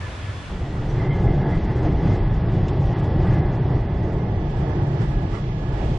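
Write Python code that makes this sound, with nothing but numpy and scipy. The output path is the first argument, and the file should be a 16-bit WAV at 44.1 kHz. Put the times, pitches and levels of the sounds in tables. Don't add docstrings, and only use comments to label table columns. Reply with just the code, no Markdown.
import sys
import numpy as np
from scipy import signal
from scipy.fft import rfft, irfft, next_fast_len
from scipy.io import wavfile
from scipy.ndimage import uniform_filter1d

SR = 44100
rng = np.random.default_rng(int(sys.argv[2]) if len(sys.argv) > 2 else 0)


def undo_db(level):
    steps = np.asarray(level, float) / 20
    return 10 ** steps


def to_wav(sig):
    pcm = np.clip(np.atleast_2d(sig), -1, 1) * 32767
    pcm = np.round(pcm).astype(np.int16)
    wavfile.write(sys.argv[1], SR, pcm.T)


N = 263718
T = np.arange(N) / SR

# start_s, level_db
NEARNESS = [(.5, -7.5), (.75, -3.5), (1.0, -2), (1.3, 1), (1.75, -0.5), (2.1, -1.5), (2.4, -1.5),
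            (2.9, -0.5), (3.15, -.5), (3.5, 1), (3.85, -3.5), (4.15, -0.5), (4.5, -4), (4.8, -2),
            (5.25, -4.5), (5.55, -6.5), (5.98, -7)]
# start_s, jolt_db, length_s
JOLTS = [(1.02, 7, 0.09), (1.17, 2, 0.034), (1.86, 5.5, 0.03), (2.11, 5, 0.08), (2.28, 0, .04),
         (2.55, 4, 0.088), (2.73, 2, 0.017), (2.94, 2.5, .07), (3.29, 3.5, 0.098), (3.74, 2.5, 0.065),
         (4.12, -0.5, 0.056), (4.77, 2, .1), (5.02, 5, .03), (5.35, 5.5, .03), (5.87, 6, 0.15)]
# pitch_hz, level_db (per Hz)
WHEEL_TONE = [(130, -20), (225, -11.5), (258, -5.5), (302, 1.5), (371, 0.5), (504, -8.5), (864, -9),
              (1000, -23.5), (1080, -18.5), (1400, -47.5), (2380, -120)]
# pitch_hz, level_db (per Hz)
RING_TONE = [(560, -24), (950, 1), (1010, -5.5), (1080, -3), (1260, -3.5), (1360, -7.5), (1530, -7),
             (1640, -9), (1740, -3), (1780, -9.5), (1980, -5.5), (2170, -22), (2250, -18.5), (2920, -43.5),
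             (4950, -120)]
# pitch_hz, width_hz, level_db (over the ring)
RIMS = [
    (1927, 70, -11.5),
    (2060, 90, -10),
]
# pitch_hz, level_db (per Hz)
GROUND_TONE = [(32, -37), (55, -5.5), (75, -3), (100, 0), (143, 1.5), (158, -6), (178, -3.5), (200, -10.5),
               (240, -14), (260, -23), (340, -40.5), (570, -120)]
# start_s, level_db
WHINE_LOAD = [(.8, -63.5), (.95, -63), (1.18, -46), (1.4, -55), (1.5, -46), (1.81, -70), (2.44, -51.5),
              (2.6, -62), (3.04, -52), (3.17, -62), (3.25, -49), (3.8, -64.5), (4.399, -58.5), (4.9, -62),
              (5.2, -53), (5.39, -57), (5.65, -52), (5.98, -61)]
# start_s, pitch_hz, level_db, octave_db
FAR_WHINE = [(0, 1767, -54, -68), (.03, 1755, -43.5, -67), (.07, 1720, -44, -66), (.095, 1736, -58, -68),
             (.24, 1703, -55, -55), (.29, 1728, -48, -63), (.36, 1716, -60, -59), (.53, 1728, -56, -63),
             (.7, 1710, -69, -70)]
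# start_s, level_db, pitch_hz, width_hz, fall_s
KNOCKS = [
    (.823, -37.5, 805, 500, 0.017),
    (2.683, -43, 2660, 500, 0.0063),
    (2.684, -45.5, 4970, 3970, 0.0092),
    (2.69, -46, 3400, 600, 0.0087),
    (3.043, -38, 890, 515, .022),
    (3.92, -40.5, 800, 500, 0.014),
]
# start_s, level_db, pitch_hz, width_hz, fall_s
SQUEALS = [
    (.075, -43, 1040, 50, .021),
    (.901, -57.5, 5960, 300, .025),
    (1.0, -42.5, 2060, 60, .025),
    (1.11, -39.5, 2100, 60, .05),
    (1.12, -48.5, 3150, 400, .04),
    (1.28, -39, 2060, 111, .025),
    (1.41, -43.5, 2110, 60, .019),
    (1.535, -40.5, 2054, 50, .03),
    (1.59, -55, 3020, 200, .02),
    (4.2, -50, 2100, 59.6, .04),
]
# start_s, level_db, pitch_hz, width_hz, fall_s
SCRAPES = [
    (.73, -53, 1350, 300, .027),
    (.77, -41, 1310, 497, .013),
    (.796, -43, 1400, 300, .013),
    (.88, -57, 1500, 300, .017),
    (1.02, -45.5, 1320, 303, .039),
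]
# start_s, level_db, pitch_hz, width_hz, fall_s
RUBS = [
    (2.071, -45.5, 1500, 1490, 0.027),
    (3.279, -45, 1650, 303, .07),
    (5.018, -46.5, 1510, 1500, 0.034),
    (5.345, -37.5, 1170, 280, 0.031),
    (5.36, -49, 2000, 300, 0.051),
    (5.8, -48.5, 2020, 2520, 0.11),
]
# pitch_hz, level_db (per Hz)
WIND_TONE = [(8.8, -32.5), (15, -11), (37, 1), (75, -6), (98, -25.5), (160, -120)]
# start_s (middle), swell_db, length_s
GUSTS = [(.98, 6.2, 0.11), (1.3, 10, 0.089), (1.6, 8, 0.065), (1.95, 3.8, 0.11), (2.3, 5, 0.32),
         (2.86, 11, 0.055), (3.25, 4.6, 0.11), (3.46, 7.9, 0.025), (3.79, 6.6, 0.064), (4.3, 2.8, .2),
         (5.14, 7.2, 0.054), (5.85, 5.4, 0.13)]
# pitch_hz, level_db (per Hz)
HISS_TONE = [(1900, -29), (2150, -13.5), (3430, -17), (3840, -21.5), (5000, -23.5), (6500, -29),
             (8500, -33.5), (11200, -53)]
# start_s, level_db
STREET = [(.5, -0.5), (1.0, -1), (1.6, 1), (2.4, 0), (3.3, 1), (3.9, -2), (4.9, -1), (5.4, -0.5),
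          (5.98, -1)]
# start_s, share (0-1)
OPENING = [(0, 0.09), (3.35, 0.06), (3.75, 0.33), (4.25, .62), (4.75, .95), (6, 1.01)]
# pitch_hz, level_db
SIDE_LEVEL = [(60, -22.5), (200, -23), (400, -13.5), (600, -7), (850, -1.5), (1500, -1.7), (4000, 0),
              (11000, 0.5)]
# pitch_hz, share (0-1)
LEAN = [(100, .85), (1200, 0.76), (3000, 0.5), (5000, .3), (11000, .1)]
# pitch_hz, level_db (per Hz)
POND_TONE = [(12, -56.5), (20, -15.5), (87, 7.5), (102, 6.5), (152, -7), (497, -17), (630, -15), (799, -19),
             (1040, -17.5), (1630, -20.5), (1760, -21), (2060, -22.5), (3490, -26), (3880, -30),
             (10800, -48), (14100, -76), (22000, -120)]
# pitch_hz, level_db
POND_SIDE = [(60, -28), (110, -15.5), (190, -20.5), (330, -15), (590, -8), (1050, -3), (1860, -2.5),
             (3310, -6), (5860, 1.5), (10400, 1)]
# start_s, pond_db, square_db
DISSOLVE = [
    (0, 0, -48),
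    (.48, -2, -46),
    (.5, -3, -1.5),
    (.6, -6, -2),
    (.8, -7, -1.5),
    (1.05, -8, -2.5),
    (1.2, -32.5, 0.5),
    (6, -56, 0.5),
]


def on_log(hz, table):
    table_hz, values = np.transpose(table)
    return np.interp(np.log(hz + 1e-9), np.log(table_hz), values)


def curves(table):
    s, *columns = np.transpose(table)
    return [np.interp(T, s, column) for column in columns]


def swells(table):
    return sum(db * np.exp(-((T - s) / length_s) ** 2) for s, db, length_s in table)


def unit(x):
    return x / np.sqrt(np.mean(x ** 2))


def shape(x, response):
    size = next_fast_len(len(x))
    return irfft(rfft(x, size) * response(np.fft.rfftfreq(size, 1 / SR)), size)[:len(x)]


def resonance(length, hz, width_hz):
    return unit(shape(rng.standard_normal(length), lambda f: 1 / (1 + (2 * (f - hz) / width_hz) ** 2)))


def walk(rate):
    hold = int(SR / rate)
    steps = np.repeat(rng.standard_normal(N // hold + 1), hold)
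    smooth = uniform_filter1d(uniform_filter1d(steps, hold), hold)
    return unit(smooth[:N])


def roar(tone, flicker_db, shared_db, rate):
    size = next_fast_len(N)
    f = np.fft.rfftfreq(size, 1 / SR) + 1e-9
    noise = rfft(rng.standard_normal(size)) * undo_db(on_log(f, tone))
    lurch_db = shared_db * walk(rate)
    out = 0
    for octave in np.arange(np.log2(tone[0][0]), np.log2(min(tone[-1][0], 14000)), .5):
        band = irfft(noise * np.clip(1 - 2 * abs(np.log2(f) - octave), 0, 1), size)[:N]
        out = out + band * undo_db(lurch_db + flicker_db * walk(rate))
    return unit(out)


def tram_db(level_db, near_share, jolt_share):
    return level_db + near_share * curves(NEARNESS)[0] + jolt_share * swells(JOLTS)


def wheel_roar():
    return undo_db(tram_db(-29, 1.09, 0.63)) * roar(WHEEL_TONE, 0.54, 1.0, 9.)


def ring_db():
    return tram_db(-43, 0.84, 0.68)


def metal_ring():
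    return undo_db(ring_db()) * roar(RING_TONE, 0.97, 1.0, 12.)


def singing_rims():
    strands = 0
    for hz, width_hz, db in RIMS:
        strands = strands + undo_db(db + 3.1 * walk(7.)) * resonance(N, hz, width_hz)
    fade_db_per_s = -1.36
    return undo_db(ring_db() + fade_db_per_s * T) * strands


def ground_rumble():
    return undo_db(tram_db(-20.5, 1, 0.59)) * roar(GROUND_TONE, 0.36, 0.11, 6.)


def whine(table, wobble_hz, flutter_db):
    hz, db, octave_db = curves(table)
    phase = 2 * np.pi * np.cumsum(hz + wobble_hz * walk(25.)) / SR
    low = undo_db(db + 1.4 * flutter_db * walk(14.)) * np.sin(phase)
    octave = undo_db(octave_db + 2.1 * flutter_db * walk(9.)) * np.sin(2 * phase)
    start_s, end_s = table[0][0], table[-1][0]
    gate = (T > start_s) * np.clip((end_s - T) / 0.0081, 0, 1)
    return np.sqrt(2) * (low + octave) * gate


def near_whine():
    table = []
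    for s, db in WHINE_LOAD:
        octave_db = -61.5 - 2.5 * abs(s - 2.2)
        table.append((s, 1687.5, db, octave_db))
    return whine(table, wobble_hz=4.5, flutter_db=1.8)


def bursts(table, rise_share, aside):
    out = np.zeros(N)
    for s, db, hz, width_hz, fall_s in table:
        ring = resonance(N // 16, hz, width_hz)
        start = max(int((s - .1) * SR), 0)
        t = T[start:start + len(ring)] - s
        swell = np.exp(-np.where(t < 0, (t / (rise_share * fall_s)) ** 2, t / fall_s))
        burst = unit(ring[:len(t)] * swell) * np.sqrt(np.mean(swell ** 2))
        out[start:start + len(t)] += undo_db(db) * burst
    return np.array([out * np.sqrt(1 - aside ** 2), out * aside])


def rail_contacts():
    return (bursts(KNOCKS, rise_share=.25, aside=.02) + bursts(SQUEALS, rise_share=.45, aside=.03)
            + bursts(SCRAPES, rise_share=.65, aside=-.95) + bursts(RUBS, rise_share=.6, aside=-.14))


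def wind():
    level_db = -28.5 - 0.37 * T + swells(GUSTS)
    return undo_db(level_db) * roar(WIND_TONE, 0.2, 0.2, 3.6)


def street_hiss():
    return undo_db(tram_db(-51.5, 0.11, .6) + curves(STREET)[0]) * roar(HISS_TONE, 0.32, 0.49, 12.)


def square():
    near = wheel_roar() + metal_ring() + street_hiss()
    diffuse = wheel_roar() + metal_ring() + street_hiss()
    return wind() + ground_rumble() + near + singing_rims(), diffuse


def square_side(mid, diffuse):
    def share(f):
        return np.clip(on_log(f, LEAN), 0, 1)

    def leaning(f):
        quarter_turn = np.exp(.5j * np.pi / (1 + (f / 640.0) ** 2.5))
        return -undo_db(on_log(f, SIDE_LEVEL)) * share(f) * quarter_turn

    def spread(f):
        return undo_db(on_log(f, SIDE_LEVEL)) * np.sqrt(1 - share(f) ** 2)

    wide = shape(mid, leaning) + shape(diffuse, spread)
    tilt = shape(mid, lambda f: -undo_db(-27.0) / (1 + (560.0 / (f + 1)) ** 3))
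    return curves(OPENING)[0] * wide + tilt


def pond():
    mid = roar(POND_TONE, 0.76, 0.11, 36.0)
    side = shape(roar(POND_TONE, 0.4, 0.2, 9.), lambda f: undo_db(on_log(f, POND_SIDE)))
    return undo_db(-29.5) * mid, undo_db(-29.5) * side


def scene():
    pond_gain, square_gain = (undo_db(db) for db in curves(DISSOLVE))
    contact, contact_side = rail_contacts()
    near, diffuse = square()
    drive = near_whine()
    near = square_gain * near + drive + contact
    far, far_side = pond()
    far_drive = whine(FAR_WHINE, wobble_hz=4., flutter_db=1.)
    mid = near + pond_gain * far + far_drive
    side = square_side(near, square_gain * diffuse) + pond_gain * far_side + contact_side
    side = side - 0.41 * far_drive - .3 * curves(OPENING)[0] * drive
    return np.array([mid + side, mid - side])


def silence_faint_bands(mid, side):
    edge_hz, follow, luck_db, patch_db = 5800., 1.5, 3.5, 1.8
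    side_db, masked_db, sparse_db = -14., -28., 1.
    window = np.sin(np.pi * (np.arange(2048) + .5) / 2048)
    f, _, m = signal.stft(mid, SR, window, nperseg=2048)
    _, _, s = signal.stft(side, SR, window, nperseg=2048)
    frames = m.shape[1]

    def band_power(z):
        power = (abs(z[:1024]) ** 2).reshape(64, 16, -1).mean(axis=1)
        return np.repeat(power, 16, axis=0) + 1e-18

    mid_band, side_band = band_power(m), band_power(s)
    loud_db = uniform_filter1d(10 * np.log10(mid_band.sum(axis=0)), size=35)
    spare = rng.exponential(size=(frames, 2)).T
    patch = undo_db(2 * patch_db * np.repeat(rng.standard_normal((frames, 64)).T, 16, axis=0))
    usual = np.median(mid_band[np.argmin(abs(f - edge_hz))])
    floor = usual * undo_db(2 * follow * (loud_db - np.median(loud_db))) * patch
    mid_floor = floor * undo_db(-2 * luck_db * spare[0])
    covered = mid_band * patch * undo_db(2 * masked_db)
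    side_floor = np.maximum(floor * undo_db(2 * side_db), covered) * undo_db(2 * luck_db * (1 - spare[1]))
    out = []
    for z, band, least in ((m, mid_band, mid_floor), (s, side_band, side_floor)):
        heard = (band > least / 2) * (mid_band > mid_floor / 4)
        strong = abs(z[:1024]) ** 2 > least * undo_db(2 * sparse_db)
        kept = np.vstack([z[:1024] * heard * strong, 0 * z[-1:]])
        out.append(signal.istft(kept, SR, window, nperseg=2048)[1][:N])
    return out


def roll_off(x):
    return signal.sosfilt(signal.butter(12, 10990, fs=SR, output="sos"), x)


def record(dry):
    left, right = np.tanh(1.3 * dry) / 1.3
    mid, side = silence_faint_bands((left + right) / 2, (left - right) / 2)
    fade = np.clip(np.minimum(T, T[-1] - T) / .004, 0, 1)
    return roll_off(fade * np.array([mid + side, mid - side]))


dry = scene()
out = record(dry)
to_wav(out)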